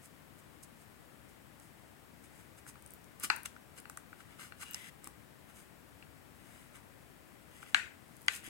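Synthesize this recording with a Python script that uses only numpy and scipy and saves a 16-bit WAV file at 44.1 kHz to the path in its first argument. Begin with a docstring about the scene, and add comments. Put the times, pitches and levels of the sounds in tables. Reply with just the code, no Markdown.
"""A small, quiet room; hands turn an ice cream cup close to a stereo microphone, stronger on the left.
Fingertips brush the cup's wall. The plastic overcap scrapes over the rim, snaps free and slides off
with small knocks and ticks. Then the foil seal is pulled by its tab: it cracks loose from the rim twice
and crinkles. Snaps and knocks are quickly damped modes; the rubbing is a stream of tiny slips.
The room answers briefly, over a steady low rush."""
import sys
import numpy as np
from scipy import signal
from scipy.fft import rfft, irfft, next_fast_len
from scipy.io import wavfile

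SR = 44100
rng = np.random.default_rng(int(sys.argv[2]) if len(sys.argv) > 2 else 0)


def transcribe(u):
    """Save the signal u as a 16-bit wav file named by the first command-line argument.

    u: samples, shape (n,) or (channels, n), limited to [-1, 1]; the rate is SR.
    q: integer samples, one column per channel.
    """
    v = np.clip(np.atleast_2d(u).T, -1, 1)
    q = np.round(v * 32767).astype(np.int16)
    wavfile.write(sys.argv[1], SR, q)


N = 374409

# modes of the plastic cap: pitch_hz, level_db, t60_s
CAP_MODES = [(388, -20.5, 0.018), (820, -9.5, 0.034), (1204, -1.5, 0.013), (1476, -2, 0.011),
             (1940, -5, 0.021), (2340, -8.5, 0.019), (2770, -6.5, 0.014), (4300, -9, 0.018),
             (4750, -8.5, 0.0057), (6100, -19, 0.006), (8400, -17, .007)]
# cup wall under sliding contact, cap seated and cap loose: centre_hz, width_hz, level_db
SEATED_WALL = [(1350, 410, 3), (2155, 280, 5), (2920, 180, 2), (3840, 460, -4)]
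LOOSE_WALL = [(1460, 1200, -9.5), (1995, 230, 6), (3020, 490, 1.5), (3800, 3100, -5.5)]
# hiss spectrum of scraping plastic and foil: frequency_hz, level_db
SCRAPE_HISS = [(2000, -9), (3800, -1), (6000, -1.5), (8300, 3), (10500, -1), (13000, -7.5), (16000, -16)]


def cap_snaps():
    """The cap's lip jumps the rim, then its far side lets go."""
    # start_s, level_db, note_hz, note_db, tilt_db_per_octave, crack_db, room_db, upper_mode_ratio
    releases = [(3.3002, -14.5, 1300, -0.5, 3.5, -17, -32.5, 1.0),
                (4.7442, -39.5, 2930, 3.5, 18.5, 5.5, -64, 1.24)]
    # what the cap throws into the room: frequency_hz, level_db
    spread = [(180, -55), (300, -30), (343, -12), (511, -23), (946, 1), (1120, -9), (1560, 0), (2140, -9),
              (2650, -3.5), (3130, -25), (4590, -17.5), (5340, -27), (7570, -23), (16000, -43)]
    return snaps(releases, CAP_MODES, spread, table_db=-32, t60_ratio=0.82, hollow_db=-0.5,
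                 low_hz=200, split_hz=9400)


def seal_cracks():
    """The seal breaks from the rim; its taut flap sounds a note, higher the second time."""
    # start_s, level_db, note_hz, note_db, tilt_db_per_octave, crack_db, room_db, upper_mode_ratio
    releases = [(7.7449, -11.5, 1670, 0.5, 1.5, -14.5, -30.5, 0.993),
                (8.2820, -18, 2010, 4.5, 9, -6.5, -38, 1.065)]
    # the seal and the rim it is stuck to: pitch_hz, level_db, t60_s
    modes = [(780, -12.5, 0.013), (1190, -15, 0.035), (1450, -8.5, 0.037), (2280, -4, 0.012),
             (2720, -3, 0.01), (3060, -1, 0.0094), (3230, -18, 0.02), (3330, -21, 0.027),
             (4150, -10.5, 0.019), (6280, -15.5, 0.0083), (6740, -34, 0.0076)]
    # what the seal throws into the room: frequency_hz, level_db
    spread = [(180, -61), (300, -42), (678, -16.5), (885, -15.5), (1300, -12), (1430, -0.5), (1660, 0),
              (2610, -4.5), (3350, -15), (3700, -15), (5520, -25), (7690, -18.5), (14500, -41),
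              (16000, -52)]
    return snaps(releases, modes, spread, table_db=-15.5, t60_ratio=1.0, hollow_db=-7,
                 low_hz=690, split_hz=5000)


def snaps(releases, modes, spread, table_db, t60_ratio, hollow_db, low_hz, split_hz, table_s=0.002426):
    """Stored strain lets go at once: the part rings, the table reflects it, hollow and room answer."""
    # the cup's hollow rings on faintly: pitch_hz, level_db, t60_s
    hollow_modes = [(1490, 1, 0.14), (1690, -16, 0.24), (4140, -14, .14)]
    out, t = np.zeros((2, N)), np.arange(SR // 3) / SR
    hollow = sum(damped_sine(t, hz, db + hollow_db, t60) for hz, db, t60 in hollow_modes)
    for s, db, note_hz, note_db, db_per_octave, crack_db, room_db, ratio in releases:
        tilt_db = lambda f: db_per_octave * np.log2(np.clip(f, 2000, 3500) / 2000)
        tilted = [(hz * ratio if hz > note_hz else hz, level + tilt_db(hz), t60)
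                  for hz, level, t60 in modes]
        blow = amp(db) * ring(sorted(tilted + [(note_hz, note_db, 0.018)]), crack_db, scatter_db=0)
        blow = blow + amp(table_db) * np.roll(blow, round(table_s * SR))
        blow = filtered(blow, lambda f: 1j * f / (low_hz + 1j * f))  # a small part radiates little bass
        add(out, s, at_microphones(blow, split_hz))
        add(out, s, amp(room_db) * at_microphones(hollow, split_hz=11000))
        add(out, s, amp(room_db) * room_tail(lambda f: amp(along(spread, f) + tilt_db(f)), t60_ratio))
    return out


def ring(modes, crack_db, scatter_db, crack_t60_s=0.011, crack_low_hz=1500, crack_top_hz=9500):
    """One blow: quickly damped modes under a short burst of fracture noise."""
    t = np.arange(SR // 12) / SR
    offsets_db = rng.normal(0, 1, len(modes)) * scatter_db
    body = sum((-1) ** k * damped_sine(t, hz, db + offsets_db[k], t60)
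               for k, (hz, db, t60) in enumerate(modes))
    band = lambda f: (1j * f / (crack_low_hz + 1j * f)) ** 2 / (1 + (f / crack_top_hz) ** 6)
    noise = unit(filtered(rng.standard_normal(len(t)), lambda f: resonance(f, 1900, 9100) * band(f)))
    return body + amp(crack_db - 60 * t / crack_t60_s) * noise


def knocks(gain_db=2, relative_width=0.46):
    """Soft contacts ring the cap around a pitch set by where they land."""
    # cap and fingers meet the cup: start_s, level_db, centre_hz
    contacts = [(2.664, -42.5, 1420), (2.755, -46, 1380), (3.456, -34, 2890), (3.563, -41.5, 1370),
                (3.854, -38, 1470), (3.897, -39, 1210), (3.973, -35, 1300), (4.129, -39, 1270),
                (4.394, -43, 1460), (4.521, -36, 1700), (4.631, -38.5, 1250), (5.071, -38.5, 910),
                (6.025, -43.5, 1870), (7.628, -38.5, 1260), (7.663, -46.5, 2310)]
    out = np.zeros(N)
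    for s, db, hz in contacts:
        blow = ring(CAP_MODES, crack_db=-4.5, scatter_db=4.5)
        knock = filtered(blow, lambda f: resonance(f, hz, relative_width * hz))
        add(out, s, amp(db + gain_db) * knock / np.abs(knock).max())
    return in_room(out, room_db=-8, split_hz=7900)


def ticks(gain_db=4, t60_s=0.0074, attack_s=0.00054, relative_width=0.27):
    """Plastic edges and foil creases tick: milliseconds of crackle in one broad, high resonance."""
    # the clearest ticks: start_s, level_db, centre_hz, left_minus_right_db
    clear_ticks = [(0.6345, -45, 8140, 2.5), (1.5988, -43.5, 8690, -6), (2.8614, -40.5, 9560, 6),
                   (2.9058, -40.5, 9110, 2.0), (2.9367, -39, 12000, 0.5), (3.1981, -34.5, 10400, 2.5),
                   (3.235, -26, 10900, 9), (3.362, -30.5, 10200, 3.0), (3.4321, -35.5, 11200, 2.5),
                   (3.458, -30, 7900, 4), (3.8004, -39, 9630, 3), (3.897, -33.5, 8400, -0.5),
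                   (3.9719, -33.5, 8850, 1), (4.7102, -31, 14700, 4), (4.7334, -35, 7280, 5),
                   (4.7447, -28.5, 7140, 5), (5.0424, -37.5, 8550, 4), (5.0724, -37.5, 8840, 3),
                   (6.757, -46, 8370, 1.0), (8.2172, -44, 11300, 6)]
    out, t = np.zeros((2, N)), np.arange(SR // 20) / SR
    envelope = amp(-60 * t / t60_s) * (1 - np.exp(-t / attack_s))
    for s, db, hz, pan_db in list(clear_ticks) + strain_ticks():
        crackle = uneven(envelope * rng.standard_normal(len(t)), unlike=0.94)
        tick = filtered(crackle, lambda f: resonance(f, hz, relative_width * hz) * resonance(f, hz, 2 * hz))
        pan = amp([[pan_db / 2], [-pan_db / 2]])
        add(out, s, amp(db + gain_db) * pan * tick / np.abs(tick).max())
    return in_room(out, room_db=-9, split_hz=12200)


def strain_ticks(per_s=27, centre_hz=9200, pan_db=8, scatter_db=7):
    """Strained plastic and foil tick at uneven moments; gives rows for ticks()."""
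    # spells of strain: start_s, end_s, level_db
    strains = [(2.822, 3.057, -55), (8.076, 8.29, -52.5), (8.328, 8.381, -31), (8.429, 8.479, -43)]
    rows = []
    for start, end, db in strains:
        count = max(1, round((end - start) * per_s))
        for k, (when, size) in enumerate(rng.random((count, 2))):
            s = start + (end - start) * (k + when) / count
            rows.append((s, db + scatter_db * (2 * size - 1), centre_hz, pan_db))
    return rows


def cap_rasp():
    """The cap's lip rasps on the rim with each push."""
    # peak_s, rise_s, fall_s, hiss_db, body_db
    pushes = [(3.212, .014, .03, -56, -57), (3.243, 0.013, 0.017, -35, -38.5),
              (3.458, 0.0069, 0.0074, -43, -44), (3.786, 0.024, 0.015, -54.5, -54),
              (4.207, 0.026, 0.017, -64, -59), (4.32, 0.066, 0.059, -70, -63),
              (4.408, 0.022, 0.081, -54, -52), (4.628, 0.035, 0.017, -48.5, -49)]
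    return friction(strokes(pushes), SCRAPE_HISS, SEATED_WALL,
                    slips_per_s=4200, scatter_db=2, hiss_db=1, body_db=0.5)


def cap_slide():
    """The cap is drawn off at an even speed, first tilted on the rim, then loose."""
    # the two draws: start_s, length_s, hiss_db, body_db
    draws = [(4.655, 0.086, -59.5, -55), (4.752, 0.14, -60, -52.5)]
    # cup wall with the cap tilted: centre_hz, width_hz, level_db
    tilted_wall = [(1560, 390, -6), (2870, 120, 3), (3970, 890, -25)]
    tilted = friction(even_draw(*draws[0]), SCRAPE_HISS, tilted_wall,
                      slips_per_s=6300, scatter_db=1, hiss_db=0, body_db=-0.5)
    loose = friction(even_draw(*draws[1]), SCRAPE_HISS, LOOSE_WALL,
                     slips_per_s=7600, scatter_db=3, hiss_db=0.5, body_db=0)
    return tilted + loose


def foil_crinkle():
    """The foil crinkles in sparser grains with each tug at its tab."""
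    # peak_s, rise_s, fall_s, hiss_db, body_db
    tugs = [(7.578, 0.091, 0.02, -64, -62.5), (7.63, 0.034, .025, -60, -59), (7.68, .03, 0.095, -64, -61.5),
            (8.24, 0.23, 0.079, -70, -78), (8.35, 0.053, 0.05, -47, -55), (8.464, 0.035, .045, -54.5, -51)]
    return friction(strokes(tugs), SCRAPE_HISS, LOOSE_WALL,
                    slips_per_s=2400, scatter_db=3.5, hiss_db=0.5, body_db=1.5)


def finger_brushes():
    """Skin brushes smoothly over the cup as it is turned."""
    # peak_s, rise_s, fall_s, hiss_db, body_db
    brushes = [(0.057, .036, .02, -57.5, -64), (0.398, .03, .013, -64.5, -76),
               (0.635, 0.0071, 0.015, -50.5, -78), (0.82, .05, 0.032, -67, -76),
               (1.295, .013, 0.032, -66, -76), (1.622, 0.0087, .07, -64.5, -75),
               (2.245, .02, .025, -61.5, -65), (2.395, 0.09, 0.082, -66, -65.5),
               (2.585, .016, 0.018, -59, -60), (2.69, 0.024, .023, -52, -56.5),
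               (5.055, .03, .03, -61.5, -57.5), (5.5, .02, 0.021, -65, -59.5),
               (5.577, 0.04, 0.075, -60, -61.5), (6.56, 0.21, 0.15, -66, -63),
               (6.76, 0.023, 0.037, -60.5, -56)]
    # hiss spectrum of skin on the cup: frequency_hz, level_db
    skin_hiss = [(2500, -55), (4000, -16.5), (6000, -10), (8500, -5), (10500, -8.5), (13000, -16),
                 (16000, -21)]
    return friction(strokes(brushes), skin_hiss, SEATED_WALL,
                    slips_per_s=10000, scatter_db=6.5, hiss_db=0.5, body_db=-0.5)


def friction(gains, hiss_spectrum, wall, slips_per_s, scatter_db, hiss_db, body_db):
    """Tiny slips of uneven size hiss at the contact and excite the wall."""
    sizes = rng.choice([-1, 1], N) * amp(scatter_db * np.clip(rng.standard_normal(N), -2, 2))
    slips = (rng.random(N) < slips_per_s / SR) * sizes
    hiss = unit(filtered(uneven(slips, unlike=0.57), lambda f: amp(along(hiss_spectrum, f))))
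    wall_response = lambda f: sum((-1) ** k * amp(db) * resonance(f, hz, width)
                                  for k, (hz, width, db) in enumerate(wall))
    body = unit(filtered(slips, lambda f: resonance(f, 1700, 5100) * wall_response(f)))
    return amp(hiss_db) * gains[0] * hiss + amp(body_db) * gains[1] * body


def strokes(rows):
    """Hiss and body gains of short strokes that peak and die away."""
    t = np.arange(N) / SR
    gains = np.zeros((2, N))
    for s, rise, fall, hiss_db, body_db in rows:
        near = slice(*np.searchsorted(t, [s - 5 * rise, s + 5 * fall]))
        gains[:, near] += amp([[hiss_db], [body_db]]) * swell(t[near], s, s, rise, fall)
    return gains


def even_draw(start_s, length_s, hiss_db, body_db, edge_s=0.0083):
    """Hiss and body gains of one even slide."""
    t = np.arange(N) / SR
    return amp([[hiss_db], [body_db]]) * swell(t, start_s, start_s + length_s, edge_s, edge_s)


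def swell(t, start, end, rise, fall, drop_db=13.5, roundness=1.66):
    """Gain of 1 from start to end, down by drop_db one rise before and one fall after."""
    away = np.maximum(start - t, 0) / rise + np.maximum(t - end, 0) / fall
    return amp(-drop_db * np.minimum(away, 10) ** roundness)


def finger_thuds(pitch_hz=290, t60_s=0.029):
    """A soft finger pad gives the cup one low push that is damped at once."""
    # start_s, level_db
    landings = [(3.24, -42), (5.072, -43.5), (8.477, -40.5)]
    out, t = np.zeros(N), np.arange(SR // 12) / SR
    for s, db in landings:
        add(out, s, damped_sine(t, pitch_hz, db, t60_s))
    return in_room(out, room_db=-24, split_hz=6000)


def in_room(x, room_db, split_hz):
    """A close sound at both microphones, with the room's answer."""
    # spectrum of the reverberation: frequency_hz, level_db
    colour = [(300, 10), (2000, -4), (3200, 2.5), (6000, -1), (14000, 2.5)]
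    tail = room_tail(lambda f: amp(along(colour, f)), t60_ratio=0.58)
    wet = signal.fftconvolve(np.atleast_2d(x), tail / np.linalg.norm(tail[0]), axes=1)[:, :N]
    return at_microphones(x, split_hz) + amp(room_db) * wet


def room_tail(colour, t60_ratio, build_s=0.00054):
    """A diffuse stereo tail of noise; the middle frequencies last longest."""
    # room decay, scaled by t60_ratio: frequency_hz, base_t60_s
    decay = [(300, 0.23), (1500, 0.38), (3000, .37), (6000, 0.36), (12000, 0.31)]
    noise = unit(filtered(rng.standard_normal((2, SR // 2)), colour))
    hz, t, spectra = signal.stft(noise, SR, nperseg=256)
    fade = amp(-60 * t / along(decay, hz)[:, None] / t60_ratio) * (1 - np.exp(-t / build_s))
    return signal.istft(spectra * fade, SR, nperseg=256)[1]


def room_tone(level_db=-57, low_cut_hz=52):
    """Steady low rush of the room with a faint microphone hiss."""
    # rush and hiss: frequency_hz, level_db
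    spectrum = [(35, -9.5), (60, 0.5), (139, 0), (176, -1.5), (294, -2.5), (389, -7.5), (417, -8.5),
                (621, -9), (1090, -12), (1950, -13.5), (4320, -24.5), (6580, -25.5), (7750, -21.5),
                (14900, -25.5), (16000, -22.5)]
    # likeness of left and right: frequency_hz, correlation
    likeness = [(60, 0), (130, 0), (3100, 0), (5000, 0), (6800, 0.58), (9000, 1), (15000, 1)]
    side_gain = lambda f: np.tan(np.arccos(np.clip(along(likeness, f), -1, 1)) / 2)
    colour = lambda f: amp(along(spectrum, f)) * f ** 2 / np.sqrt(f ** 4 + low_cut_hz ** 4)
    noise = rng.standard_normal((2, N))
    mid, side = filtered(noise, lambda f: colour(f) * [np.ones_like(f), side_gain(f)])
    return amp(level_db) * unit(np.array([mid + side, mid - side]))


def at_microphones(x, split_hz, left_lag_s=0.0008):
    """Below split_hz, sound reaches the left microphone later than the right."""
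    left, right = np.broadcast_to(x, (2, x.shape[-1]))
    low = lambda f: 1 / (1 + (f / split_hz) ** 8)
    late_left = filtered(left, lambda f: low(f) * np.exp(-2j * np.pi * f * left_lag_s) + 1 - low(f))
    return np.array([late_left, right])


def uneven(x, unlike):
    """Each tiny slip or crack radiates with its own strength toward each microphone."""
    return x * (1 + unlike * rng.standard_normal((2, len(x)))) / np.sqrt(1 + unlike ** 2)


def damped_sine(t, hz, db, t60):
    """One mode, falling 60 dB in t60 seconds."""
    return amp(db - 60 * t / t60) * np.sin(2 * np.pi * hz * t)


def resonance(f, centre, width):
    """Causal response of one resonance."""
    return 1j * f * width / (centre ** 2 - f ** 2 + 1j * f * width)


def filtered(x, response):
    """Pass x through a complex frequency response."""
    n = x.shape[-1]
    padded = next_fast_len(n + 8192)
    return irfft(rfft(x, padded) * response(np.fft.rfftfreq(padded, 1 / SR)), padded)[..., :n]


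def along(points, hz):
    """Read (frequency_hz, value) points on a log frequency axis."""
    frequencies, values = np.transpose(points)
    return np.interp(np.log(hz + 1), np.log(frequencies + 1), values)


def amp(db):
    """Decibels to gain."""
    return 10 ** (np.asarray(db) / 20)


def unit(x):
    """Scale to rms 1."""
    return x / np.sqrt(np.mean(x ** 2) + 1e-20)


def add(track, s, sound):
    """Mix a sound into the track at s seconds."""
    part = track[..., round(s * SR):][..., :sound.shape[-1]]
    part += sound[..., :part.shape[-1]]


def scene():
    """Close handling of the cup over the room tone."""
    impacts = cap_snaps() + seal_cracks() + knocks() + finger_thuds() + ticks()
    skin, rasp = finger_brushes(), cap_rasp()
    rubbing = in_room(skin + cap_slide() + foil_crinkle(), room_db=-13.5, split_hz=6400)
    rasping = in_room(rasp, room_db=-8, split_hz=6800)  # the rim radiates widely, so more room
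    return impacts + rubbing + rasping + room_tone()


def record(dry, top_hz=16100):
    """The left microphone is stronger below the treble; nothing passes above top_hz."""
    # microphone balance: frequency_hz, left_minus_right_db
    balance = [(60, 9.5), (200, 9.5), (700, 10), (2400, 11.5), (4400, 2.5), (8000, 0), (15000, 1.5)]

    def sensitivity(f):
        right = amp(-along(balance, f))
        return np.array([np.ones_like(f), right]) * np.sqrt(2 / (1 + right ** 2))
    return filtered(filtered(dry, sensitivity), lambda f: f < top_hz)


dry = scene()
out = record(dry)
transcribe(out)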